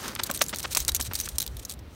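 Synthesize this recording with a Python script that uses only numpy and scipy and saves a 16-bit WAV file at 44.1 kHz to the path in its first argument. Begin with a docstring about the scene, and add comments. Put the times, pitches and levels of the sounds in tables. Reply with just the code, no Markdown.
"""A dog shakes itself on a leash

A dog walking on asphalt shakes itself, a step or two from a hand-held microphone. Its ears slap
its head about nine times a second, the leash clip and harness rings clink, and fur and straps rustle.
A gritty scuff opens the scene; wind and soft bumps rumble on the microphone over a quiet background."""
import sys
import numpy as np
from scipy import signal
from scipy.io import wavfile
from scipy.ndimage import uniform_filter1d

SR = 44100
rng = np.random.default_rng(int(sys.argv[2]) if len(sys.argv) > 2 else 0)


def digitize_waveform(pressure):
    """Quantize a signal to 16-bit integers and store it at the path in sys.argv[1].

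    Rows of a 2-D input are taken as channels; values are limited to [-1, 1].
    """
    field = np.atleast_2d(pressure).T
    bounded = np.clip(field, -1, 1)
    quanta = np.round(bounded * 32767).astype(np.int16)
    wavfile.write(sys.argv[1], SR, quanta)


N = 85995
SIZE = 4096  # samples in one short sound
TIME = np.arange(N) / SR
SHORT_TIME, MIDDLE_S = TIME[:SIZE], TIME[SIZE // 2]


def amp(db):
    """Turns decibels into a gain."""
    return 10 ** (np.asarray(db) / 20)


def unit(x):
    """Scales a sound to energy 1."""
    return x / np.sqrt(np.sum(x ** 2) + 1e-20)


def add(mix, start_s, sound):
    """Mixes a sound in at its start time."""
    part = mix[max(round(start_s * SR), 0):][:len(sound)]
    part += sound[:len(part)]


def colour(x, tone, dull_hz=np.inf):
    """Filters a sound through a tone table, softening the treble above dull_hz."""
    hz = abs(np.fft.fftfreq(2 * SIZE, 1 / SR))
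    tone_hz, tone_db = np.transpose(tone)
    gain = amp(np.interp(np.log(hz + 1), np.log(tone_hz), tone_db))
    gain /= np.sqrt(1 + (hz / dull_hz) ** 4)
    response = np.exp(np.conj(signal.hilbert(np.log(gain))))  # never rings before a hit
    taps = np.fft.ifft(response).real[:SIZE]
    return signal.fftconvolve(x, taps)[:len(x)]


def grains(shape, per_s, spread_db):
    """Random tiny impacts of either sign and uneven size."""
    chance, size, sign = np.moveaxis(rng.random((*shape, 3)), -1, 0)
    return (chance < per_s / SR) * np.sign(sign - .5) * amp(-spread_db * np.log(size + .02))


def event(x, level_db):
    """Sets a short sound's level, as if its energy were spread over 5 ms."""
    return unit(x) * amp(level_db) * np.sqrt(.005 * SR)


def steady(x, curve):
    """Makes a long sound follow a level table."""
    return unit(x) * np.sqrt(N) * amp(np.interp(TIME, *np.transpose(curve)))


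def swell(t, width_s):
    """A smooth rise and fall around t = 0."""
    return np.exp(-.5 * (t / width_s) ** 2)


# How loud the scuff is: time_s, level_db
SCUFF_LEVEL = [(0, -44.5), (.05, -36.5), (.09, -37.5), (.125, -41.5), (.16, -55), (.19, -45.5), (.32, -51),
               (.5, -56.5)]
# The tone of grit on asphalt: frequency_hz, gain_db
SCUFF_TONE = [(120, -45), (200, 4), (612, 0.5), (683, -3), (1370, 3), (2330, -4), (6050, -6), (7680, -14.5),
              (9060, -14), (16000, -16.5)]


def scuff():
    """Grit drags over the pavement during the first second."""
    grit = grains((N,), per_s=5300, spread_db=5.5)
    return steady(colour(grit, SCUFF_TONE), SCUFF_LEVEL) * (TIME < 1)


# How loud the wind is: time_s, level_db
WIND_LEVEL = [(0, -53.5), (.25, -50), (.6, -49), (.72, -45.5), (.85, -42.5), (1.3, -45), (1.45, -47.5),
              (1.58, -41), (1.68, -56), (1.8, -41), (1.95, -52)]
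# The deep tone of the wind: frequency_hz, gain_db
WIND_TONE = [(10, -43), (25, -19), (40, -14.5), (60, -3.5), (90, -10), (130, -20.5), (200, -32), (400, -38),
             (1500, -137)]


def wind():
    """Wind buffets the microphone with a low rumble."""
    rumble = colour(rng.standard_normal(N), WIND_TONE)
    rumble /= np.sqrt(uniform_filter1d(rumble ** 2, size=3000) + 1e-12)  # evens out chance swells
    return steady(rumble, WIND_LEVEL)


# How loud the background is: time_s, level_db
AIR_LEVEL = [(0, -45.5), (.6, -46), (1.2, -47.5), (1.95, -49.5)]
# The tone of the background: frequency_hz, gain_db
AIR_TONE = [(20, -63.5), (80, 6), (180, -1), (350, -4.5), (600, -10), (1000, -13.5), (2000, -19),
            (4000, -22.5), (8000, -37), (16000, -33)]


def background():
    """The far outdoors makes a soft, low hush."""
    return steady(colour(rng.standard_normal(N), AIR_TONE), AIR_LEVEL)


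def dying_note(pitch_hz, level_db, fade_s):
    """One note of struck metal, falling 60 dB in fade_s."""
    return amp(level_db - 60 * SHORT_TIME / fade_s) * np.cos(2 * np.pi * pitch_hz * SHORT_TIME)


# The notes that all the metal parts share: pitch_hz, gain_db, fade_s
METAL_NOTES = [(3930, -16.5, 0.0065), (4500, -40, 0.051), (5684, -22, 0.014), (6040, -21.5, 0.019),
               (6500, -17.5, 0.011), (7350, -41, 0.014), (8400, -26.5, 0.013), (9000, -15.5, 0.0045),
               (10870, -26, 0.016), (12300, -27, 0.027)]


def ring(contacts):
    """Each contact rings one note of the metal, picked at random."""
    which = rng.integers(0, len(METAL_NOTES), len(contacts))
    return sum(signal.fftconvolve(contacts * (which == k), dying_note(*note))[:len(contacts)]
               for k, note in enumerate(METAL_NOTES))


FIBRES = dict(per_s=9000, spread_db=5.5)
# The tone of rubbing fur and straps: frequency_hz, gain_db
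RUSTLE_TONE = [(150, -26), (700, -13), (1500, -4), (2500, 0.5), (4000, 3), (6000, 1.5), (8700, 5),
               (10200, -2), (13000, -0.5), (16000, -1)]
METAL_TONE = [(150, -13), (700, -11.5), (1500, -9), (2500, -5.5), (3800, 0), (6000, 0), (8500, 2.5),
              (10200, 0), (12000, 2.5), (16000, -2.5)]
# How loud the coat's rustle is: time_s, level_db
COAT_LEVEL = [(0, -42), (.18, -58), (.25, -54.5), (.45, -47), (.52, -58), (.62, -45.5), (.69, -52.5),
              (.80, -54), (.86, -48), (.98, -56), (1.1, -56.5), (1.2, -39.5), (1.33, -58.5), (1.45, -57),
              (1.52, -58), (1.70, -61), (1.8, -85), (1.95, -58.5)]


def coat():
    """Fur rustles under the harness while the rings jingle faintly."""
    fur = unit(colour(grains((N,), **FIBRES), RUSTLE_TONE))
    contacts = grains((N,), per_s=400, spread_db=2.5)
    jingle = unit(colour(ring(contacts), METAL_TONE))
    return steady(fur + amp(-4) * jingle, COAT_LEVEL)


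def bounces(count=16, gap_s=.0018):
    """A first hit and its quick, nearly even rebounds."""
    gaps = gap_s * (1 + .25 * rng.uniform(-1, 1, count))
    times = np.cumsum(gaps) - gaps[0]
    hits = np.zeros(SIZE)
    hits[np.round(times * SR).astype(int)] = rng.choice([-1, 1], count)
    return hits


CONTACT_S = .00045  # how long metal touches metal
# Clinks of the leash clip and rings: start_s, level_db, decay_s, pitch_hz
CLINKS = [(0.0808, -31, 0.0043, 6000), (0.1517, -33.5, .001, 5500), (0.1528, -33.5, 0.0009, 6000),
          (0.2344, -36.5, 0.00051, 4840), (0.2356, -21, 0.0044, 4360), (0.301, -34, 0.0032, 6500),
          (0.313, -24.5, 0.0025, 7700), (0.339, -34, 0.0062, 9000), (0.3469, -27, 0.0094, 9000),
          (0.3615, -32, 0.0028, 8500), (0.3753, -31, 0.0016, 4260), (0.3927, -36, 0.0024, 6000),
          (0.4188, -20, 0.00065, 4900), (0.4197, -18, 0.0051, 5800), (0.439, -31.5, 0.0027, 9600),
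          (0.464, -36, .002, 6500), (0.484, -33, 0.0028, 7300), (0.4931, -29, 0.009, 8100),
          (0.5462, -31.5, 0.004, 4430), (0.5600, -30.5, 0.0027, 6000), (0.5701, -36.5, 0.0048, 5700),
          (0.586, -29.5, 0.0049, 8400), (0.596, -32.5, 0.0029, 6000), (0.6298, -32.5, 0.0021, 5770),
          (0.7495, -20, .0035, 5130), (0.7547, -30, 0.001, 8600), (0.77, -31, 0.0016, 6000),
          (0.7712, -16.5, .0055, 6500), (0.803, -24, 0.0032, 6500), (0.8500, -31, 0.001, 6040),
          (0.8811, -19, 0.0026, 7050), (0.8883, -22.5, 0.0048, 6050), (0.894, -26, 0.0022, 3930),
          (0.919, -32, 0.0027, 6800), (0.948, -18.5, 0.0056, 6500), (0.9637, -25, 0.0038, 6460),
          (1.0007, -28.5, 0.006, 8400), (1.0110, -23, 0.0037, 6000), (1.0242, -29, 0.0092, 12600),
          (1.1352, -29, 0.001, 7300), (1.1522, -35, .001, 4500), (1.1538, -23.5, .003, 11200),
          (1.1898, -30, 0.004, 3770), (1.201, -23, 0.003, 6100), (1.211, -27, 0.0038, 8700),
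          (1.2888, -29.5, 0.0041, 11100), (1.3840, -19.5, 0.0027, 9000), (1.4017, -27.5, 0.00087, 6200),
          (1.4049, -26, 0.0029, 3820), (1.4188, -28, 0.0034, 6650), (1.427, -29.5, 0.0012, 4070),
          (1.4645, -31.5, 0.0019, 6200), (1.4772, -33.5, 0.0019, 3900), (1.5689, -37.5, 0.0031, 3330),
          (1.651, -31, 0.0035, 6360), (1.6967, -31.5, .0005, 6140), (1.7025, -35.5, 0.0017, 3430),
          (1.7128, -38.5, 0.00083, 3970), (1.723, -38, 0.00065, 8700), (1.738, -41, 0.0032, 4100),
          (1.791, -48.5, 0.0045, 5600)]


def clinks():
    """Metal meets metal with a tick, dying bounces and a fine chatter; the straps damp the ringing."""
    out, t = np.zeros(N), SHORT_TIME
    buzzes = rng.standard_normal((len(CLINKS), SIZE)) * np.exp(-t / CONTACT_S)
    chatters = grains((len(CLINKS), SIZE), per_s=4000, spread_db=2.5)
    for (start_s, level_db, decay_s, pitch_hz), chatter, buzz in zip(CLINKS, chatters, buzzes):
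        fade = np.exp(-t / decay_s)
        contacts = unit(bounces() * fade) + amp(-3) * unit(chatter * fade)
        note_db = -10 - 2.5 * np.log2(pitch_hz / 6000)  # heavier, lower parts ring more strongly
        one_hit = (t == 0) + amp(2) * unit(buzz) + dying_note(pitch_hz, note_db, fade_s=.0022)
        struck = signal.fftconvolve(contacts, one_hit)[:SIZE]
        add(out, start_s, event(colour(struck + ring(contacts), METAL_TONE), level_db))
    return out


# The tone of an ear hitting the head: frequency_hz, gain_db
SKIN_TONE = [(60, -23.5), (230, 7), (400, 4.5), (600, 6), (1200, 8.5), (2500, 5.5), (5000, 7.5),
             (9000, 5.5), (16000, -47)]
# Ear slaps, one or two per half turn of the head (a negative delay puts the flutter first):
# start_s, crack_db, pocket_hz, ring_s, flutter_db, flutter_delay_s, flutter_width_s, dull_hz
SLAPS = [(0.1626, -42, 1170, 0.0047, -33, -0.0017, 0.0036, 4000),
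         (0.1986, -30.5, 867, 0.0063, -25, -0.00061, 0.006, 4300),
         (0.3011, -26.5, 542, .015, -28, -.001, 0.0047, 1960),
         (0.4152, -18, 565, .005, -28, -.0038, .002, 10000),
         (0.41698, -28, 565, .004, -30, .005, .004, 4500),
         (0.5294, -35, 1280, 0.0018, -26.5, 0.0068, 0.0068, 2950),
         (0.6565, -31.5, 1260, 0.0023, -25.5, -0.0067, 0.0071, 3460),
         (0.7715, -26.5, 1035, 0.0035, -27, -0.0025, 0.0071, 3330),
         (0.8893, -34.5, 1420, .003, -30.5, -.001, 0.0075, 3500),
         (1.0045, -37, 685, 0.0091, -31.5, -.0032, 0.0042, 3100),
         (1.1118, -37.5, 663, 0.0089, -39, 0.0059, 0.0085, 1090),
         (1.1232, -40, 705, 0.0032, -35.5, -0.009, 0.0029, 2570),
         (1.2771, -38.5, 1370, 0.0015, -41, -.001, .003, 2780)]


def ear_slaps(crack_cycles=1.463):
    """An ear rolls onto the head in a flutter of pats; its tip cracks and trapped air drops to a note."""
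    out, t = np.zeros(N), SHORT_TIME
    for slap, pats in zip(SLAPS, grains((len(SLAPS), SIZE), per_s=3500, spread_db=3.5)):
        start_s, crack_db, pocket_hz, ring_s, flutter_db, delay_s, width_s, dull_hz = slap
        flutter = pats * np.exp(-.5 * ((t - MIDDLE_S) / width_s) ** 4)
        add(out, start_s + delay_s - MIDDLE_S, event(colour(flutter, SKIN_TONE, dull_hz), flutter_db))
        snap = np.exp(-t / (.071 * ring_s))
        phase = 2 * np.pi * (pocket_hz * t + crack_cycles * (1 - snap))
        note = np.sin(phase) + amp(-5.5) * np.sin(2 * phase)
        air_pocket = amp(-14.5) * np.exp(-(t / ring_s) ** 2) * note
        crack = snap * np.sin(phase) + air_pocket
        add(out, start_s, event(colour(crack, SKIN_TONE, dull_hz), crack_db))
    return out


# Straps sliding over the coat and through the rings: middle_s, width_s, level_db
SLIDES = [(0.268, 0.0057, -31), (0.356, 0.0064, -38), (0.603, 0.0018, -32.5), (0.636, 0.0047, -33),
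          (0.679, 0.0035, -45.5), (0.716, 0.0063, -30.5), (0.729, 0.006, -26.5), (0.762, 0.0065, -34),
          (0.804, 0.018, -25.5), (0.957, 0.0077, -29), (1.050, 0.0045, -34), (1.067, .007, -30),
          (1.144, 0.0038, -32), (1.16, .004, -29.5), (1.18, 0.0041, -42), (1.247, 0.0015, -37),
          (1.260, 0.005, -29.5), (1.312, 0.017, -41), (1.359, 0.0063, -41), (1.426, 0.016, -32),
          (1.597, 0.0049, -38), (1.629, 0.0062, -42.5), (1.709, 0.013, -33.5)]


def straps():
    """Sliding straps make short grainy swishes and set the rings ringing."""
    out = np.zeros(N)
    for (middle_s, width_s, level_db), fibres in zip(SLIDES, grains((len(SLIDES), SIZE), **FIBRES)):
        swish = fibres * swell(SHORT_TIME - MIDDLE_S, width_s)
        add(out, middle_s - MIDDLE_S, event(colour(swish + ring(swish), RUSTLE_TONE), level_db))
    return out


# Thumps of the ears on the head: middle_s, level_db
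THUMPS = [(0.301, -34), (0.534, -38.5), (1.005, -39.5)]


def ear_thumps(pitch_hz=225):
    """The heavier slaps land with a dull thump."""
    out, t = np.zeros(N), SHORT_TIME - MIDDLE_S
    thump = swell(t, width_s=.003) * np.sin(2 * np.pi * pitch_hz * t)
    for middle_s, level_db in THUMPS:
        add(out, middle_s - MIDDLE_S, event(thump, level_db))
    return out


# Pings of loose metal: start_s, level_db, pitch_hz, fade_s
PINGS = [(0.484, -35, 7500, 0.029), (0.8917, -23, 3900, 0.023), (1.1552, -32, 4600, 0.014),
         (1.237, -34.5, 6000, 0.029), (1.404, -36, 3950, 0.038)]


def pings():
    """A metal part swings free of the straps and rings with one clear note."""
    out = np.zeros(N)
    rise = 1 - np.exp(-SHORT_TIME / CONTACT_S)
    for start_s, level_db, pitch_hz, fade_s in PINGS:
        add(out, start_s, event(dying_note(pitch_hz, 0, fade_s) * rise, level_db))
    return out


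# Soft low bumps as the microphone is carried along: middle_s, level_db, pitch_hz, width_s
BUMPS = [(0.825, -33.5, 57.5, 0.01), (0.928, -30, 62, 0.011), (1.005, -31.5, 62, 0.011),
         (1.088, -27.5, 99.4, 0.0057), (1.350, -35, 64.5, 0.016), (1.510, -34, 62.6, 0.018),
         (1.576, -34, 56.9, 0.016)]


def microphone_bumps():
    """Each jolt of the microphone makes a few slow swings of air pressure."""
    out = np.zeros(N)
    for middle_s, level_db, pitch_hz, width_s in BUMPS:
        swing = np.cos(2 * np.pi * (pitch_hz * TIME + rng.random()))
        out += amp(level_db) * swell(TIME - middle_s, width_s) * swing
    return out


def street_echo(x, echo_db=-38, fade_s=.053):
    """The open street adds a faint, short echo."""
    t = TIME[:2 * SIZE]
    echo = amp(echo_db) * unit(rng.standard_normal(len(t)) * amp(-60 * t / fade_s))
    return x + signal.fftconvolve(x, echo)[:N]


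def scene():
    """The shaking dog in the open air."""
    dog = ear_slaps() + ear_thumps() + clinks() + pings() + straps() + coat()
    return (street_echo(dog) + scuff() + wind() + background() + microphone_bumps())[None]


def record(dry, cutoff_hz=15900):
    """The recorder cuts off the highest treble."""
    lowpass = signal.firwin(255, cutoff_hz, window=("kaiser", 9), fs=SR)
    return signal.oaconvolve(dry, lowpass[None], "same")


dry = scene()
out = record(dry)
digitize_waveform(out)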